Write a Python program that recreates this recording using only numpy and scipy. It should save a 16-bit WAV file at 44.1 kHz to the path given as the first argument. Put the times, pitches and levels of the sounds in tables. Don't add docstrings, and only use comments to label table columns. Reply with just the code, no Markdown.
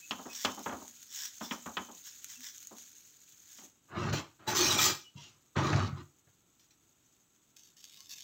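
import sys
import numpy as np
from scipy import signal
from scipy.io import wavfile
from scipy.ndimage import uniform_filter1d

SR = 44100
rng = np.random.default_rng(int(sys.argv[2]) if len(sys.argv) > 2 else 0)


def generate_wav(sig):
    pcm = np.round(np.clip(np.atleast_2d(sig).T, -1, 1) * 32767).astype(np.int16)
    wavfile.write(sys.argv[1], SR, pcm)


N = 362943
TIME = np.arange(N) / SR

# time in seconds, relative level in dB.
FRYING_LEVEL = [(0.0, -52), (.6, -51.5), (1.0, -54), (1.35, -50.5), (1.9, -53.5), (2.6, -52), (3.3, -59),
                (3.65, -51.5), (3.73, -70), (3.9, -93)]
FAT_SPITS = [(.3692, -34), (.548, -33.5), (.593, -34), (.8794, -33), (1.2208, -32), (1.255, -20.5),
             (2.2443, -23), (2.4067, -31), (2.581, -34), (2.6285, -31), (2.6716, -28.5), (2.784, -31.5)]
# frequency in Hz, gain in dB.
BUBBLE_SPECTRUM = [(590, -48), (1000, -29.5), (1430, -15), (1980, -16), (2180, -14), (2590, -13.5),
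                   (3580, -10.5), (5190, -12.5), (5830, -7.5), (6550, 3), (7880, -10), (9280, -22),
                   (11300, -21.5), (12800, -14.5), (16000, -11)]
SIZZLE_SPREAD = [(3500, -51), (4300, -31), (5000, -40.5), (6200, -37), (7000, -52), (7800, -25.5),
                 (9500, -13.5), (12000, -23), (16000, -18.5)]
def sizzle(fry_db=-2, simmer_db=-72.5, flare_db=-4, pop_db=-9.5, spit_db=-4.5, spurt_db=2, spurt_s=.035):
    pulse = unit_energy(click(BUBBLE_SPECTRUM))
    heat = np.maximum(amp(fry_db) * level(FRYING_LEVEL), amp(simmer_db))
    flare = amp(flare_db) * pressure(t60=.2)
    smoothing = signal.butter(2, .5 / spurt_s, fs=SR, output="sos")
    spurts = unit_rms(signal.sosfilt(smoothing, rng.standard_normal(N)))
    boiling = np.hypot(heat, flare) * amp(spurt_db * spurts)
    bubbles = (boiling * grains(per_s=5000, spread_db=2.5) for _ in range(2))
    middle, side = (wander(x, depth_db=2.5, width_hz=750, hold_s=.0047) for x in bubbles)
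    pops = amp(pop_db) * boiling * grains(per_s=70, spread_db=2)
    spits = amp(spit_db) * bursts([(s, db, .00099) for s, db in FAT_SPITS])
    return through(middle + pops + spits, pulse), through(through(side, pulse), click(SIZZLE_SPREAD))


# start in seconds, length in seconds, relative level in dB.
PRESSES = [(0.218, 0.24, -44.5), (0.474, 0.044, -55), (0.513, 0.15, -56.5), (1.043, 0.21, -42.5),
           (1.39, 0.069, -44.5), (1.488, .05, -51.5), (2.023, 0.057, -49.5), (2.238, 0.11, -52.5),
           (2.391, 0.083, -44.5), (3.46, 0.059, -61), (3.548, 0.039, -58.5)]
def pressure(t60, rise_share=.61):
    return sum(amp(db) * motion(s, length, rise_share * length, t60) for s, length, db in PRESSES)


# frequency in Hz, gain in dB.
SQUELCH_SPECTRUM = [(600, -29.5), (1050, -10), (1300, -14), (1700, -1), (2600, -10.5), (3500, 3),
                    (4400, -8), (5600, 8.5), (6500, -3), (8000, -3.5), (10000, -49), (15000, -1)]
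def spatula(press_db=1):
    bubbles = colour(pressure(t60=.23) * grains(per_s=6000, spread_db=4.5), SQUELCH_SPECTRUM)
    return amp(press_db) * wander(bubbles, depth_db=2.5, width_hz=300, hold_s=.03)


# time in seconds, level in dB, hardness as a cut-off in Hz.
PAN_KNOCKS = [(.1095, -34, 6030), (.187, -47, 1200), (.254, -43.5, 1200), (.4485, -28, 7900),
              (.476, -41.5, 1490), (.572, -46, 1020), (.66, -35.5, 1600), (.692, -41.5, 1600),
              (.724, -40.5, 1320), (.812, -50.5, 1020), (1.4095, -40.5, 1630), (1.51, -35, 2780),
              (1.66, -40.5, 1510), (1.769, -34, 3060), (1.885, -52.5, 1020), (2.711, -53, 1000),
              (3.585, -57.5, 2510), (3.615, -62, 750)]
# frequency in Hz, gain in dB.
KNOCK_SPECTRUM = [(20, -46.5), (60, 5), (130, -19), (230, 0), (330, -8.5), (480, -13), (800, -10.5),
                  (1200, -8.5), (2000, -11), (3200, 0.5), (4300, -10), (7000, -11.5), (9500, -26),
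                  (15000, -5.5)]
# frequency in Hz, 60 dB decay time (t60) in seconds.
KNOCK_DECAY = [(150, 0.13), (300, 0.23), (1100, 0.21), (3000, 0.046), (8000, 0.056)]
# frequency in Hz, relative level in dB, t60 in seconds.
PAN_MODES = [(237.2, -9, 0.56), (730, -38.5, 0.088), (1035, -6.5, 0.069), (1260, -2.5, 0.16),
             (1660, -16.5, .1), (2190, -6, .1), (3060, -8.5, 0.41), (3324, 12, 0.046)]
def pan_knocks():
    return blows(PAN_KNOCKS, KNOCK_SPECTRUM, KNOCK_DECAY, PAN_MODES,
                 modes_db=-8, crack_db=-21, rise_s=.0044, rise_power=2.2)


# start, length, run-up and run-out t60 in seconds,
# then relative levels in dB of panel boom, runner grinding and shaking contents.
DRAWER_MOVES = [(3.876, 0.23, 0.11, 0.28, -30, -35.5, -49), (4.119, 0.075, 0.0088, .26, -49, -41.5, -41),
                (4.387, .07, 0.012, 0.18, -61, -54, -80), (4.459, 0.44, 0.031, .19, -38.5, -32.5, -51.5),
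                (5.124, 0.13, 0.053, 0.72, -59, -63, -52.5),
                (5.554, 0.24, 0.0096, 0.38, -30.5, -32.5, -42.5),
                (5.789, 0.088, 0.013, .2, -31.5, -49.5, -51.5), (5.922, 0.097, 0.056, 0.072, -42, -53, -61)]
def drawer_travel(boom_power=1.2, grind_power=.73, shake_power=2.3):
    boom = grind = shake = 0
    for s, length, rise, t60, boom_db, grind_db, shake_db in DRAWER_MOVES:
        speed = motion(s, length, rise, t60)
        boom += amp(boom_db) * speed ** boom_power
        grind += amp(grind_db) * motion(s, length, rise, t60 * grind_power) ** grind_power
        shake += amp(shake_db) * speed ** shake_power
    return boom, grind, shake


# frequency in Hz, gain in dB.
BOX_SPECTRUM = [(20, -2), (50, -22.5), (75, -4), (100, 5), (170, -5), (230, 3), (320, -18), (600, -60.5)]
RUNNER_SPECTRUM = [(120, -17.5), (260, 3), (320, 6.5), (356, 10), (400, 2), (500, -3.5), (650, -1.5),
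                   (900, -1.5), (1230, 3.5), (1700, -5), (2500, -10.5), (4000, -18), (9000, -53.5)]
# frequency in Hz, relative level in dB, t60 in seconds.
BOX_MODES = [(108, -5, 0.24), (141.1, 4, 0.16), (355, -11, 0.071)]
def drawer_roll(boom, grind, boom_db=-5, modes_db=4, grind_db=-3):
    box = unit_energy(click(BOX_SPECTRUM, size=32768)) + amp(modes_db) * ringing(BOX_MODES)
    panels = through(boom * grains(per_s=1100, spread_db=-.5), unit_energy(box))
    runners = colour(grind * grains(per_s=2300, spread_db=2), RUNNER_SPECTRUM)
    return amp(boom_db) * panels + amp(grind_db) * wander(runners, depth_db=4, width_hz=93, hold_s=.041)


# time in seconds, level in dB, hardness as a cut-off in Hz.
DRAWER_BUMPS = [(4.086, -35, 180), (4.128, -29, 1390), (4.477, -40.5, 1420), (5.153, -47, 249),
                (5.565, -29, 1688), (5.585, -30, 1500), (5.727, -29, 1880), (5.745, -24.5, 184),
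                (5.806, -35.5, 223), (5.925, -36, 158.5), (6.27, -65, 1530)]
# frequency in Hz, gain in dB.
BUMP_SPECTRUM = [(20, -44.5), (55, -22), (100, 7.5), (150, 0.5), (230, -0.5), (350, -1.5), (500, -7),
                 (1200, -10.5), (2500, 0), (6500, -14.5), (10000, -48)]
def drawer_bumps():
    return blows(DRAWER_BUMPS, BUMP_SPECTRUM, decays=[(120, .071), (1200, .16), (6000, .04)],
                 modes=BOX_MODES, modes_db=0, crack_db=-4.5, rise_s=.004, rise_power=.16)


# start in seconds, length in seconds, relative level in dB.
TUGS = [(4.464, .04, -33), (4.541, 0.14, -27), (4.69, .035, -29), (4.77, .065, -23.5)]
# start in
# seconds, relative level in dB, contact time in seconds.
CLINKS = [(4.131, -39, 0.04), (4.479, -45, 0.011), (4.552, -29.5, 0.0051), (4.606, -31.5, 0.0024),
          (4.644, -28, 0.0033), (4.708, -32.5, 0.012), (4.788, -26.5, 0.0028), (4.819, -25.5, 0.0055),
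          (4.84, -19, 0.011), (4.853, -21, 0.036), (4.899, -31.5, 0.0046), (6.595, -61, 0.029),
          (6.707, -60, 0.013), (7.035, -71.5, 0.0075)]
# frequency in Hz, relative level in dB, t60 in seconds.
STEEL_MODES = [(847, -3, 0.18), (1293.6, -4, 0.037), (1910, -8.5, 0.043), (2370, -2, .16),
               (3020, -23.5, .26), (3260, 2, 0.14), (3810, -3, 0.15), (4130, -7, .11), (4290, -5, 0.16),
               (5170, -11.5, .14), (5500, 2, .1), (5250, -2.5, .09), (5700, 9, 0.13), (6300, 6.5, .1),
               (7030, 0, .08), (7660, -20.5, 0.076)]
# frequency in Hz, gain in dB.
SCRAPE_SPECTRUM = [(880, -37.5), (1500, -14), (1900, -7), (2120, -11), (2410, -0.5), (2740, -6.5),
                   (3350, -3.5), (4690, -4.5), (5770, -1), (7610, -7.5), (9370, -26.5), (11500, -25),
                   (13700, -14.5), (16000, -12.5)]
RATTLE_SPECTRUM = [(1180, -18), (2000, -7.5), (2160, -5), (2380, -7), (2570, 1), (3260, 2.5), (4820, -2.5),
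                   (6590, -2), (9330, -28), (12800, -30.5), (16000, -24)]
def utensils(shake, shake_db=-2, jostle_db=-2.5, clink_db=-1, ring_db=-5, muffled_ring_db=-9):
    shaking = amp(shake_db) * shake * grains(per_s=3600, spread_db=3.5)
    tugging = sum(amp(db) * motion(s, length, rise=.022, t60=.32) for s, length, db in TUGS)
    jostling = amp(jostle_db) * tugging * grains(per_s=5000, spread_db=3)
    contacts = jostling + amp(clink_db) * bursts(CLINKS)
    drive = amp(ring_db) * contacts + amp(muffled_ring_db) * shaking
    modes = unit_energy(damped_sines(STEEL_MODES))
    steel = sum(through(drive * rng.choice([-1, 1], N), mode) for mode in modes)
    scraping = colour(contacts, SCRAPE_SPECTRUM) + colour(shaking, RATTLE_SPECTRUM)
    return wander(scraping + steel, depth_db=5.5, width_hz=62, hold_s=.066)


# start in seconds, length in seconds, level in dB.
STROKES = [(7.561, 0.13, -62.5), (7.765, 0.069, -60), (7.847, 0.27, -59.5), (8.092, 0.17, -50)]
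# time in seconds, relative peak level in dB.
CATCHES = [(7.5679, -35), (7.5951, -39), (7.8127, -41), (7.8426, -28), (7.8953, -45), (8.0057, -30),
           (8.097, -35), (8.1371, -27), (8.207, -27.5)]
# frequency in Hz, gain in dB.
SNAP_SPECTRUM = [(410, -55), (700, -29), (1080, -20.5), (1310, -36), (1400, -25), (1640, -13.5),
                 (2130, -23), (2530, -10), (3740, -3.5), (4050, -11), (4490, -8), (6570, -2.5),
                 (9480, -23.5), (14000, -15), (16000, -16)]
# frequency in Hz, relative level in dB, t60 in seconds.
GRATER_MODES = [(1030, -33, 0.14), (1570, -9, 0.12), (2120, 10, 0.12), (2900, -11, .12), (3530, 11, 0.16),
                (3860, 4, 0.11), (4400, -4, 0.13), (4590, 25, 0.065), (5340, -5, .06), (5800, 13.5, 0.064),
                (6560, 22, 0.041)]
def grater(ring_db=-9):
    pulse = unit_energy(click(SNAP_SPECTRUM))
    push = sum(amp(db) * motion(s, length, rise=.0025, t60=.2) for s, length, db in STROKES)
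    snaps = push * grains(per_s=1000, spread_db=3)
    for s, db in CATCHES:
        snaps[round(s * SR)] += amp(db) / abs(pulse).max()
    rasp = through(snaps, pulse) + amp(ring_db) * through(snaps, ringing(GRATER_MODES))
    return wander(rasp, depth_db=3.5, width_hz=200, hold_s=.05)


# start and length in seconds, pitch in Hz, relative level in dB.
BRIEF_TONES = [(0.005, 0.072, 2560, -57.5), (0.28, 0.068, 2520, -56), (2.342, 0.051, 2700, -63),
               (2.363, 0.084, 241, -61.5), (4.467, 0.043, 861, -38), (4.586, 0.068, 353.7, -33.5),
               (4.702, 0.023, 3900, -31), (4.782, 0.029, 1270, -34), (4.783, 0.016, 3434, -28.5),
               (5.021, 0.1, 2960, -61), (5.154, 0.075, 964, -63), (5.191, 0.13, 2770, -64),
               (7.959, 0.092, 1092, -74.5)]
def brief_tones(waver_at_1khz=.04):
    out = np.zeros(N)
    for s, length, hz, db in BRIEF_TONES:
        waver = waver_at_1khz * np.sqrt(1000 / hz)
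        drift = unit_rms(uniform_filter1d(rng.standard_normal(SR), size=60))[:round(length * SR)]
        phase = 2 * np.pi * np.cumsum(hz * (1 + waver * drift)) / SR
        add(out, s, 2 * amp(db) * np.hanning(len(phase)) * np.sin(phase))
    return out


# frequency in Hz, gain in dB.
BACKGROUND_SPECTRUM = [(15, -39.5), (25, -10.5), (108, 2), (249, 0), (293, 1.5), (531, -9.5), (1290, -11),
                       (1840, -15), (3720, -12.5), (5000, -26), (6560, -19.5), (7920, -10), (9320, -28.5),
                       (12500, -20), (16000, -22.5)]
# frequency in Hz, relative level in dB, t60 in seconds.
FAINT_TONES = [(1360, 2, 0.027), (7830, 8.5, .02)]
def background(floor_db=-73.5, tones_db=-83):
    floor = unit_rms(colour(rng.standard_normal(N), BACKGROUND_SPECTRUM))
    tones = unit_rms(through(rng.standard_normal(N), ringing(FAINT_TONES)))
    return amp(floor_db) * floor + amp(tones_db) * tones


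def amp(db):
    return 10 ** (np.asarray(db) / 20)


def unit_rms(x):
    return x / np.sqrt(np.mean(x ** 2) + 1e-20)


def unit_energy(x):
    return x / (np.linalg.norm(x) + 1e-20)


def read(points, hz):
    f, value = np.transpose(points)
    return np.interp(np.log(hz + 1), np.log(f + 1), value)


def level(rows):
    return amp(np.interp(TIME, *np.transpose(rows), left=-np.inf, right=-np.inf))


def motion(s, length, rise, t60):
    return np.clip((TIME - s) / rise, 0, 1) ** 2 * amp(-60 * np.maximum(TIME - s - length, 0) / t60)


def add(mix, s, sound):
    part = mix[max(round(s * SR), 0):][:len(sound)]
    part += sound[:len(part)]


def through(x, response):
    return signal.oaconvolve(x, response)[:len(x)]


def click(spectrum, size=4096):
    log_gain = np.log(amp(read(spectrum, abs(np.fft.fftfreq(size, 1 / SR)))))
    return np.fft.ifft(np.exp(np.conj(signal.hilbert(log_gain)))).real[:size // 2]


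def colour(x, spectrum):
    return through(x, unit_energy(click(spectrum)))


def tail(decays, size=16384):
    hz, t, bands = signal.stft(rng.choice([-1., 1.], size), SR, nperseg=128)
    fade = amp(-60 * t / read(decays, hz)[:, None])
    return unit_energy(signal.istft(bands * fade, SR, nperseg=128)[1])


def damped_sines(modes, size=16384):
    t = np.arange(size) / SR
    return np.array([amp(db - 60 * t / t60) * np.sin(2 * np.pi * hz * t) for hz, db, t60 in modes])


def ringing(modes):
    return unit_energy(damped_sines(modes).sum(0))


def grains(per_s, spread_db):
    size = amp(spread_db * np.minimum(rng.exponential(1, N), 5))
    return unit_rms(size * rng.choice([-1, 1], N) * (rng.random(N) < per_s / SR))


def bursts(rows, size=8192):
    out = np.zeros(N)
    for s, db, decay_s in rows:
        add(out, s, amp(db) * np.exp(-TIME[:size] / decay_s) * rng.choice([-1, 1], size))
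    return out


def blows(rows, spectrum, decays, modes, modes_db, crack_db, rise_s, rise_power):
    out, pulse, ring = np.zeros(N), click(spectrum), ringing(modes)
    for s, db, hard_hz in rows:
        rise = rise_s * (1000 / hard_hz) ** rise_power
        dense = tail(decays)
        dense *= 1 - np.exp(-TIME[:len(dense)] / rise)
        dense[round(SR / 1000)] += amp(crack_db) * np.exp(-rise / .00067)
        body = unit_energy(through(dense, pulse)) + amp(modes_db) * ring
        body = signal.lfilter(*signal.butter(3, min(hard_hz, SR / 3), fs=SR), body)
        add(out, s, amp(db) * body / np.std(body[:SR // 50]))
    return out


def wander(x, depth_db, width_hz, hold_s):
    bands = signal.stft(x, SR, nperseg=512, noverlap=384)[2]
    patches = rng.standard_normal(bands.shape)
    for axis, span in enumerate([width_hz * 512 / SR, hold_s * SR / 128]):
        kernel = np.exp(-(np.arange(-40, 41) / (span / 2)) ** 2)
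        patches = signal.fftconvolve(patches, np.expand_dims(kernel, 1 - axis), "same")
    gain = unit_rms(amp(depth_db * unit_rms(patches)))
    return signal.istft(bands * gain, SR, nperseg=512, noverlap=384)[1][:N]


def radiate(x, low_hz):
    return signal.sosfilt(signal.butter(4, low_hz, "high", fs=SR, output="sos"), x)


# frequency in Hz, t60 in seconds.
KITCHEN_DECAY = [(150, 0.31), (1000, 0.26), (4000, 0.32), (12000, .2)]
# frequency in Hz, side relative to middle in dB.
CLATTER_SPREAD = [(3500, -78.5), (7600, -38.5), (8500, -7), (10000, -7), (11700, -4.5), (13000, -18),
                  (16000, -22)]
def scene(stove_room_db=-13, drawer_room_db=-11):
    knocks, bumps = pan_knocks(), drawer_bumps()
    boom, grind, shake = drawer_travel()
    frying, frying_side = sizzle()
    clatter = utensils(shake)
    near = radiate(knocks, low_hz=119.4) + frying + spatula() + grater() + brief_tones()
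    far = radiate(drawer_roll(boom, grind) + bumps, low_hz=78) + clatter
    room = through(amp(stove_room_db) * near + amp(drawer_room_db) * far, tail(KITCHEN_DECAY))
    middle = near + far + room + background()
    scattered = through(clatter, tail([(1000, .04), (10000, .04)]))
    side = frying_side + through(scattered, click(CLATTER_SPREAD))
    return np.array([middle + side, middle - side])


def record(dry, edge_hz=15800):
    low_pass = signal.firwin(511, edge_hz, window=("kaiser", 9), fs=SR)
    return signal.oaconvolve(dry, low_pass[None], "same")


dry = scene()
out = record(dry)
generate_wav(out)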